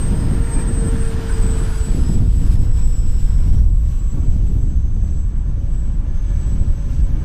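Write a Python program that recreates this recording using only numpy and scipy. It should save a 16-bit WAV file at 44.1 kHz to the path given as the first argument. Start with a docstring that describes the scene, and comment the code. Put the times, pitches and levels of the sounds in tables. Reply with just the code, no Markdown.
"""A small electric model jet with two ducted fans approaches, while wind buffets the microphone with a
heavy rumble throughout. The motor controllers whine, the shafts hum, the blades whistle and the exhaust
rushes, all wavering in stirred air; a ground echo combs the rush and hum. At about 1.5 s the jet passes
overhead and its pitch sinks with the Doppler shift. From 1.9 to 4.1 s the throttle opens in three pushes
and the fans rise in pitch as the jet flies off toward the horizon."""
import sys
import numpy as np
from scipy import signal
from scipy.fft import rfft, irfft, next_fast_len
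from scipy.io import wavfile
from scipy.ndimage import uniform_filter1d

SR = 44100
rng = np.random.default_rng(int(sys.argv[2]) if len(sys.argv) > 2 else 0)


def output_pcm(signal):
    """Save a mono or channel-first signal as 16-bit PCM at the path in sys.argv[1].

    Samples are clipped to [-1, 1] before scaling.
    """
    pcm = np.clip(np.atleast_2d(signal).T, -1, 1) * 32767
    wavfile.write(sys.argv[1], SR, np.round(pcm).astype(np.int16))


N = 319328
T = np.arange(N) / SR
PASS_S, SINKS_FROM_S = 1.55, 3.0   # jet nearest; jet starts toward the horizon
BLADES = 11

# Spectra of the wind's big and small eddies. Each row: frequency in Hz, relative density in dB.
THUMP_SPECTRUM = [(8, -9), (18, 1), (30, -1), (46, -2.5), (65, -6), (100, -14), (160, -27.5), (300, -47)]
FLUTTER_SPECTRUM = [(50, -18), (90, 2), (125, -0.5), (180, -4.5), (250, -9.5), (330, -16.5), (480, -25.5),
                    (750, -32), (1500, -45)]
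# Strength of the big and small eddies. Each row: time in seconds, relative level in dB.
THUMP_DB = [(0, -14.3), (1.08, -15.0), (1.22, -19.5), (1.4, -11.8), (1.75, -16.0), (2.15, -10.3),
            (2.6, -9.8), (3.05, -11.2), (3.64, -8.2), (4.05, -15.2), (4.28, -12.2), (4.8, -13.1),
            (5.4, -15.4), (6.7, -13.2), (6.85, -18.1), (7.0, -11.3), (7.24, -15.3)]
FLUTTER_DB = [(0, -23), (0.2, -20.5), (.36, -23), (0.48, -28.5), (.56, -24), (0.95, -24.5), (1.05, -29),
              (1.18, -25.5), (1.26, -30.5), (1.45, -24.5), (1.68, -26), (1.82, -32.5), (1.92, -21.5),
              (1.96, -25.5), (2.05, -20), (2.18, -16), (2.3, -21), (2.55, -20), (2.92, -29), (3.1, -28),
              (3.58, -21), (3.66, -25.5), (4.1, -31.5), (4.17, -22), (4.55, -22), (4.8, -28), (5.1, -24),
              (5.24, -28), (5.34, -26), (6.0, -27), (6.3, -29.5), (6.5, -22), (6.66, -24), (6.8, -27.5),
              (7.24, -22.5)]
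# Strikes of the heaviest eddies. Each entry: time in seconds.
BUFFETS_S = [.6, 1.07, 1.41, 1.62, 2.55, 2.86, 3.11, 3.3, 3.5, 3.62, 4.29, 4.38, 4.78, 5.12, 5.69, 6.7, 7.0]
# Small eddies that hit squarely. Each row: start in seconds, gain in dB.
PUFFS = [(.685, 5.5), (.84, 5), (.922, 4.5), (1.94, 14.5), (2.15, 3.5), (3.03, 13.5), (4.665, 9.5),
         (5.63, -5), (6.635, 3)]
# Ground echo, latest with the jet overhead. Each row: time in seconds, lag in seconds.
ECHO_LAG_S = [(0, .0058), (.5, .0075), (1.3, .0098), (1.7, .01024), (2.2, .00945), (3, .008), (3.6, .0067),
              (4.2, .00612), (5, .00597), (6, .00585), (7.24, .00578)]
# Spectra of the exhaust's three bands. Each row: frequency in Hz, relative density in dB.
ROAR_SPECTRUM = [(300, 10), (390, 7), (600, 0), (1000, 2.5), (1250, -1), (1600, -1), (2000, -7.5),
                 (2500, -10.5), (3100, -12.5), (4500, -24)]
HISS_SPECTRUM = [(1500, -1.5), (2300, 4.5), (3100, 5.5), (4000, 2.5), (5400, 2), (7000, -1.5), (8600, -0.5),
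                 (9500, -9.5), (10800, -24), (13000, -17)]
SIZZLE_SPECTRUM = [(8000, 7.5), (10000, 1.5), (11000, -3.5), (12000, 2), (13700, 2), (14600, 1),
                   (15600, -16.5)]
# Exhaust strength. Each row: time in seconds, relative levels of roar and hiss in dB.
EXHAUST_DB = [(0, -35, -46), (.46, -37, -48.5), (.55, -33, -45.5), (.7, -36.5, -47.5), (1.1, -35.5, -44.5),
              (1.38, -35.5, -44), (1.62, -35, -44.5), (2.14, -42, -46.5), (2.26, -46, -52),
              (2.38, -46, -51.5), (2.46, -40, -48), (2.545, -41, -47.5), (2.575, -48, -53),
              (2.65, -43.5, -51), (2.73, -45, -58), (2.77, -40.5, -48.5), (2.88, -46, -52.5),
              (3.48, -43, -52), (3.6, -48, -55), (3.67, -58, -61.5), (3.8, -51.5, -59), (3.88, -47.5, -54),
              (4.05, -48, -57), (4.3, -50, -55.5), (4.9, -52.5, -61), (5.13, -51, -58), (5.26, -49.5, -62),
              (5.4, -48.5, -63.5), (5.82, -49.5, -58.5), (6.02, -47, -62), (6.48, -44, -53.5),
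              (6.62, -45.5, -56.5), (6.8, -45.5, -57), (6.94, -44.5, -52), (7.08, -46, -56.5),
              (7.24, -43, -59)]
# Sizzle's offset from the hiss curve. Each row: time in seconds, offset in dB.
SIZZLE_TILT_DB = [(0, -13.5), (1.5, -15.5), (2.5, -11), (3.1, -9.5), (4.3, -13.5), (5.3, -14.5),
                  (7.24, -17.5)]
# Duct resonance. Each row: time in seconds, centre in Hz, relative level in dB.
DUCT_RESONANCE = [(0, 1893, -53), (.5, 1766, -45.5), (1.2, 1584, -44), (1.72, 1433, -47.5),
                  (2.05, 1320, -49), (2.4, 1282, -76.5), (7.24, 1320, -81)]
# Air catching an edge. Each row: peak time in seconds, pitch in Hz, half length in seconds, level in dB.
EDGE_TONES = [(0.57, 2400, .035, -44), (1.746, 1446, .065, -48)]
# Throttle. Each row: time in seconds, blade-passing rate in Hz before the Doppler shift.
THROTTLE_HZ = [(0, 4893), (1.9, 4885), (2.0, 5110), (2.13, 5200), (2.37, 5205), (2.68, 5425), (3.27, 5465),
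               (3.5, 5680), (3.8, 6200), (4.08, 6430), (4.6, 6430), (5.05, 6360), (5.35, 6490),
               (5.78, 6385), (6.17, 6480), (6.56, 6250), (6.9, 6400), (7.24, 6260)]
# Second fan's speed over the first. Each row: time in seconds, lead as a fraction.
TWIN_LEAD = [(1.88, 0), (2.15, .025), (3.35, .039), (4.15, .009), (4.65, .03), (5.3, -.006), (5.8, .01),
             (6.15, -.006), (6.55, .026), (6.9, .004), (7.24, .028)]
# Shaft tones. Each row: time in seconds, relative levels of hum, octave and buzz in dB.
SHAFT_DB = [(0, -45, -60, -70), (.2, -46.5, -54, -61), (.4, -40.5, -58, -55), (.55, -41, -44, -56),
            (.76, -38.5, -58, -63), (.88, -37, -53.5, -55), (1.5, -34, -55, -62), (1.9, -41.5, -57, -65),
            (2.05, -52, -51, -62), (2.3, -49.5, -65, -75), (2.8, -52, -58, -83), (3.05, -52.5, -83, -77),
            (3.45, -55, -68, -80), (4.08, -57, -61.5, -77), (4.25, -52, -71, -74), (4.85, -66, -71.5, -79),
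            (5.4, -65, -65, -74), (5.62, -53.5, -79, -74.5), (6.0, -61.5, -61, -73.5),
            (6.3, -55, -81, -64.5), (6.6, -53, -76, -76), (7.24, -56, -67, -70)]
# Buzz harmonics. Each row: multiple of the shaft rate, gain from ahead in dB, gain from behind in dB.
BUZZ_ORDERS = [(3, 2.5, 2), (4, -0.5, 2), (5, -7, -9), (6, -15, -10), (10, -14, -18)]
# Blade whistle. Each row: time in seconds, relative level in dB.
WHISTLE_DB = [(0, -70), (.25, -54.5), (.47, -72), (.55, -57), (.7, -64), (.83, -63), (1.1, -64),
              (1.19, -58), (1.33, -51), (1.42, -55.5), (1.52, -66), (1.72, -55), (1.92, -65), (2.06, -51),
              (2.25, -71), (2.38, -72), (2.5, -64), (2.8, -57.5), (3.2, -58), (3.45, -63), (3.6, -60),
              (3.78, -83), (3.9, -66), (4.28, -66), (4.42, -68), (4.62, -69), (4.75, -62), (5.12, -63),
              (5.35, -72), (5.6, -64.5), (5.72, -78), (6.0, -77), (6.1, -65), (6.25, -61), (6.35, -62),
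              (6.48, -59), (6.62, -71), (6.85, -62), (7.08, -72), (7.24, -58)]
# Its octave, flaring side-on. Each row: time in seconds, relative levels of first and second fan in dB.
OCTAVE_DB = [(0, -67, -85), (.78, -66, -85), (.95, -62, -80), (1.15, -60.5, -80), (1.3, -68, -80),
             (1.62, -53.5, -72), (1.85, -55, -68), (2.0, -58, -62), (2.25, -66, -72), (2.5, -62, -68),
             (2.7, -74, -76), (3.4, -80, -71), (3.72, -77, -76), (3.95, -66, -69), (4.2, -82, -78),
             (4.5, -71, -70), (4.8, -83, -87), (5.1, -81, -88), (5.4, -86, -91), (5.8, -82, -82),
             (6.15, -88, -86), (6.45, -78, -81), (6.9, -83, -72), (7.24, -81, -78)]
# Doppler-shifted switching whine. Each row: time in seconds, pitch in Hz.
WHINE_HZ = [(0.0, 8310.1), (0.2, 8264.1), (0.5, 8244.7), (1.08, 8152.8), (1.84, 7944.4), (2.36, 7836.2),
            (3.16, 7765.8), (3.46, 7768.3), (3.74, 7754.2), (4.42, 7740.0), (4.98, 7753.4), (6.24, 7798.6),
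            (7.24, 7861.2)]
# Whine as the ducts turn toward and away. Each row: time in seconds, relative level in dB.
WHINE_DB = [(0.05, -38), (0.15, -45), (0.33, -45), (0.41, -49), (0.53, -33.5), (0.62, -36.5), (0.89, -37.5),
            (0.93, -45.5), (1.07, -41.5), (1.18, -55), (1.24, -55), (1.3, -39.5), (1.62, -39.5),
            (1.68, -51), (1.82, -36), (2.0, -48.5), (2.16, -42), (2.2, -58), (2.44, -47), (2.56, -53),
            (2.9, -43.5), (3.35, -49), (3.61, -62), (4.07, -51), (4.17, -62), (4.27, -51.5), (4.39, -62),
            (4.67, -55), (4.85, -69), (5.11, -52.5), (5.6, -69), (5.78, -49.5), (6.06, -71), (6.44, -49),
            (6.92, -61.5), (7.06, -54), (7.12, -78), (7.2, -65)]
# Nulls as a duct's beam swings past. Each row: time in seconds, depth in dB.
WHINE_NULLS = [(.65, 12), (2.57, 11), (6.2, 12), (6.57, 15)]


def from_db(db):
    """Decibels to gain."""
    return 10 ** (np.asarray(db) / 20)


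def rms_one(x):
    """Scale to unit power."""
    return x / np.sqrt(np.mean(x ** 2) + 1e-20)


def in_time(rows):
    """Linear interpolation over time; one array per value column."""
    times_s, *columns = np.transpose(rows)
    return [np.interp(T, times_s, column) for column in columns]


def bell(at_s, half_s):
    """Smooth swell of height 1."""
    return np.exp(-((T - at_s) / half_s) ** 2)


def lowpass(hz, order=2):
    """Butterworth low-pass sections."""
    return signal.butter(order, hz, fs=SR, output="sos")


def drift(rate_hz, hop=40):
    """Slow random wander of unit spread."""
    pole = np.exp(-2 * np.pi * hop * rate_hz / SR)
    white = rng.standard_normal(N // hop + 2002)
    slow = signal.lfilter([1], [1, -2 * pole, pole * pole], white)[2000:]
    return np.interp(np.arange(N) / hop, np.arange(len(slow)), rms_one(slow))


def turbulence(spectrum, skirt_db_per_octave=18):
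    """Unit-power noise with the given spectrum, rolled off past its ends."""
    hz, db = np.transpose(spectrum)
    size = next_fast_len(N)
    bins_hz = np.maximum(np.arange(size // 2 + 1) * SR / size, 1)
    octaves_out = np.abs(np.log2(bins_hz / np.clip(bins_hz, hz[0], hz[-1])))
    gain = from_db(np.interp(np.log(bins_hz), np.log(hz), db) - skirt_db_per_octave * octaves_out)
    return rms_one(irfft(rfft(rng.standard_normal(size)) * gain, size)[:N])


def noise_around(hz, half_width_hz):
    """Unit-power noise band on a moving centre."""
    eddies = rms_one(signal.sosfilt(lowpass(half_width_hz), rng.standard_normal((2, N))))
    phase = 2 * np.pi * np.cumsum(hz) / SR
    return eddies[0] * np.sin(phase) + eddies[1] * np.cos(phase)


def turning(hz, wobble, wobble_hz):
    """Phase of a rotation with smoothed, slightly trembling speed."""
    speed_hz = uniform_filter1d(hz, SR // 20) * (1 + wobble * drift(wobble_hz))
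    return 2 * np.pi * (np.cumsum(speed_hz) / SR + rng.random())


def tone(phase, rms_db, flicker_db):
    """A sine flickering on its way through stirred air."""
    return np.sqrt(2) * from_db(rms_db + flicker_db * drift(17)) * np.sin(phase)


def puffs_db(rise_s=.008, fall_s=.054):
    """Flutter gain from direct hits: each sets in fast and dies away."""
    return sum(db * np.clip((T - s) / rise_s, 0, 1) * np.exp(-np.maximum(T - s - rise_s, 0) / fall_s)
               for s, db in PUFFS)


def wind(split_hz=170, puff_hz=450, buffet_db=4.5, swing_at_s=1.96, swing_s=.19):
    """Big eddies thump on the microphone; small ones flutter, duller once it swings after the jet."""
    (thump_db,), (flutter_db,) = in_time(THUMP_DB), in_time(FLUTTER_DB)
    big, small = turbulence(THUMP_SPECTRUM), turbulence(FLUTTER_SPECTRUM)
    # level the noise so the gusts alone set its strength
    big /= np.sqrt(uniform_filter1d(big ** 2, size=SR // 7))
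    small /= np.sqrt(uniform_filter1d(small ** 2, size=SR // 10))
    coarse = signal.sosfiltfilt(lowpass(split_hz), small)
    fine = small - coarse
    fine += (from_db(puffs_db()) - 1) * signal.sosfiltfilt(lowpass(puff_hz), fine)
    swung = .5 + .5 * np.tanh((T - swing_at_s) / swing_s)
    flutter = coarse + from_db(3.5 - 7.5 * swung) * fine
    strikes = sum(bell(s, half_s=.013) for s in BUFFETS_S)
    thump_db += buffet_db * strikes + drift(47) - .98
    flutter_db += 1.5 * drift(27) - 1.07
    return from_db(thump_db) * big + from_db(flutter_db) * flutter


def over_ground(direct, grass_hz=7500, high_gain=.23, low_gain=.48, sink_s=.7):
    """A dull echo off the grass combs the sound, more strongly as the jet gets lower."""
    lag_s, = in_time(ECHO_LAG_S)
    height = np.exp(-np.maximum(T - SINKS_FROM_S, 0) / sink_s)
    gain = low_gain + height * (high_gain - low_gain)
    dull = signal.sosfilt(lowpass(grass_hz, order=1), direct)
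    return direct + gain * np.interp(T - lag_s, T, dull)


def exhaust_levels():
    """Roar, hiss and sizzle curves in dB."""
    (roar_db, hiss_db), (tilt_db,) = in_time(EXHAUST_DB), in_time(SIZZLE_TILT_DB)
    return roar_db, hiss_db, hiss_db + tilt_db


def exhaust():
    """Jet mixing noise; stirred air makes its treble swell and fade as one."""
    roar_db, hiss_db, sizzle_db = exhaust_levels()
    twinkle = from_db(.75 * drift(13))
    churn_db = .8 * drift(12)
    hiss = from_db(hiss_db - 1) * turbulence(HISS_SPECTRUM)
    sizzle = from_db(sizzle_db + 5.5 + 1.3 * drift(14)) * turbulence(SIZZLE_SPECTRUM)
    roar = from_db(roar_db - 3.5 + churn_db) * turbulence(ROAR_SPECTRUM)
    return roar + twinkle * (hiss + sizzle)


def duct_rush(trim_db=-2.1):
    """Air rushing through the ducts stirs a broad, hollow resonance."""
    hz, db = in_time(DUCT_RESONANCE)
    swell_db = 2.2 * drift(16)
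    return from_db(db + trim_db + swell_db) * noise_around(hz, half_width_hz=215)


def blade_wash(blade_hz, trim_db=-9, ahead_gain=.28, far_db=.5):
    """Eddies chopped by the blades: a noise band that follows the hiss and beams aft."""
    _, hiss_db, _ = exhaust_levels()
    beam = np.clip(T / PASS_S - .8, ahead_gain, 1)
    far = np.clip(T - SINKS_FROM_S - .5, 0, 1)
    band = noise_around(.95 * blade_hz, half_width_hz=340)
    return beam * from_db(hiss_db + trim_db + far_db * far) * band


def edge_tones(sag_per_s=.3):
    """Air catches an airframe edge: brief breathy whistles, sinking in pitch."""
    whistles = np.zeros(N)
    for at_s, hz, half_s, db in EDGE_TONES:
        sinking_hz = hz * (1 - sag_per_s * np.tanh(T - at_s))
        whistles += from_db(db) * bell(at_s, half_s) * noise_around(sinking_hz, half_width_hz=20)
    return whistles


def blade_rates(switching_hz=8000):
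    """Heard blade-passing rates of both fans: throttle times Doppler shift."""
    (throttle_hz,), (whine_hz,), (lead,) = in_time(THROTTLE_HZ), in_time(WHINE_HZ), in_time(TWIN_LEAD)
    doppler = whine_hz / switching_hz
    first_hz = throttle_hz * doppler
    return first_hz, first_hz * (1 + lead)


def shaft_drone(blade_hz, behind):
    """Imbalance hums once a turn, with a buzz of harmonics that differs fore and aft."""
    hum_db, octave_db, buzz_db = in_time(SHAFT_DB)
    shaft = turning(blade_hz / BLADES, wobble=.0012, wobble_hz=49)
    hum = tone(shaft, hum_db + .8, flicker_db=1.5) + tone(2 * shaft, octave_db, flicker_db=2)
    buzz = sum(tone(k * shaft, buzz_db + fore_db + behind * (aft_db - fore_db), flicker_db=2.5)
               for k, fore_db, aft_db in BUZZ_ORDERS)
    return hum + buzz


def blade_whistle(blade_hz, levels_db, airy_db=-7):
    """One fan's blade-passing harmonics, blurred by the air it swallows."""
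    phase = turning(blade_hz, wobble=.0006, wobble_hz=25)
    harmonics = sum(tone(k * phase, db, flicker_db=2 + k / 2) for k, db in enumerate(levels_db, 1))
    return harmonics + from_db(levels_db[0] + airy_db) * noise_around(blade_hz, half_width_hz=55)


def fan_whistles(first_hz, second_hz, fade_db_per_s=40):
    """After the pass the first fan's forward-beamed third harmonic fades; the second fan comes out."""
    (whistle_db,), (octave_db, twin_octave_db) = in_time(WHISTLE_DB), in_time(OCTAVE_DB)
    _, _, sizzle_db = exhaust_levels()   # same path through the air as the third harmonic
    third_db = sizzle_db - 9 - fade_db_per_s * np.maximum(T - PASS_S, 0)
    hidden = np.clip(2 - T / PASS_S, 0, 1)
    first = blade_whistle(first_hz, [whistle_db - .8, octave_db + .5, third_db])
    second = blade_whistle(second_hz, [whistle_db - 7 - 15 * hidden, twin_octave_db + .5])
    return first + second


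def controller_whine(blade_hz, trim_db=.5, sideband_db=-32):
    """The controllers' switching tone fades in and out in moving air; each shaft turn modulates it."""
    (hz,), (db,) = in_time(WHINE_HZ), in_time(WHINE_DB)
    shaft = turning(blade_hz / BLADES, wobble=.001, wobble_hz=15)
    loss_db = .5 * drift(10) + sum(depth_db * bell(s, half_s=.011) for s, depth_db in WHINE_NULLS)
    switching = turning(hz, wobble=.00036, wobble_hz=34)
    carrier = tone(switching, db + trim_db - loss_db, flicker_db=2.27)
    return carrier * (1 + 2 * from_db(sideband_db) * np.sin(shaft))


def scene():
    """Jet and wind, mono; the second fan's drone is heard only from behind."""
    first_hz, second_hz = blade_rates()
    whistles = fan_whistles(first_hz, second_hz) + edge_tones()
    rush = exhaust() + duct_rush() + blade_wash(second_hz)
    behind = np.clip(T / PASS_S - 1, 0, 1)
    drone = shaft_drone(first_hz, behind) + behind * from_db(-10) * shaft_drone(second_hz, behind)
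    jet = controller_whine(first_hz) + whistles + over_ground(rush + drone)
    return (jet + wind())[None]


def record(dry, ceiling=.97, cutoff_hz=15550):
    """Soft clipping rounds the strongest thumps; a steep low-pass cuts the top."""
    rounded = ceiling * np.tanh(dry / ceiling)
    return signal.sosfilt(signal.ellip(10, .1, 80, cutoff_hz, fs=SR, output="sos"), rounded)


dry = scene()
out = record(dry)
output_pcm(out)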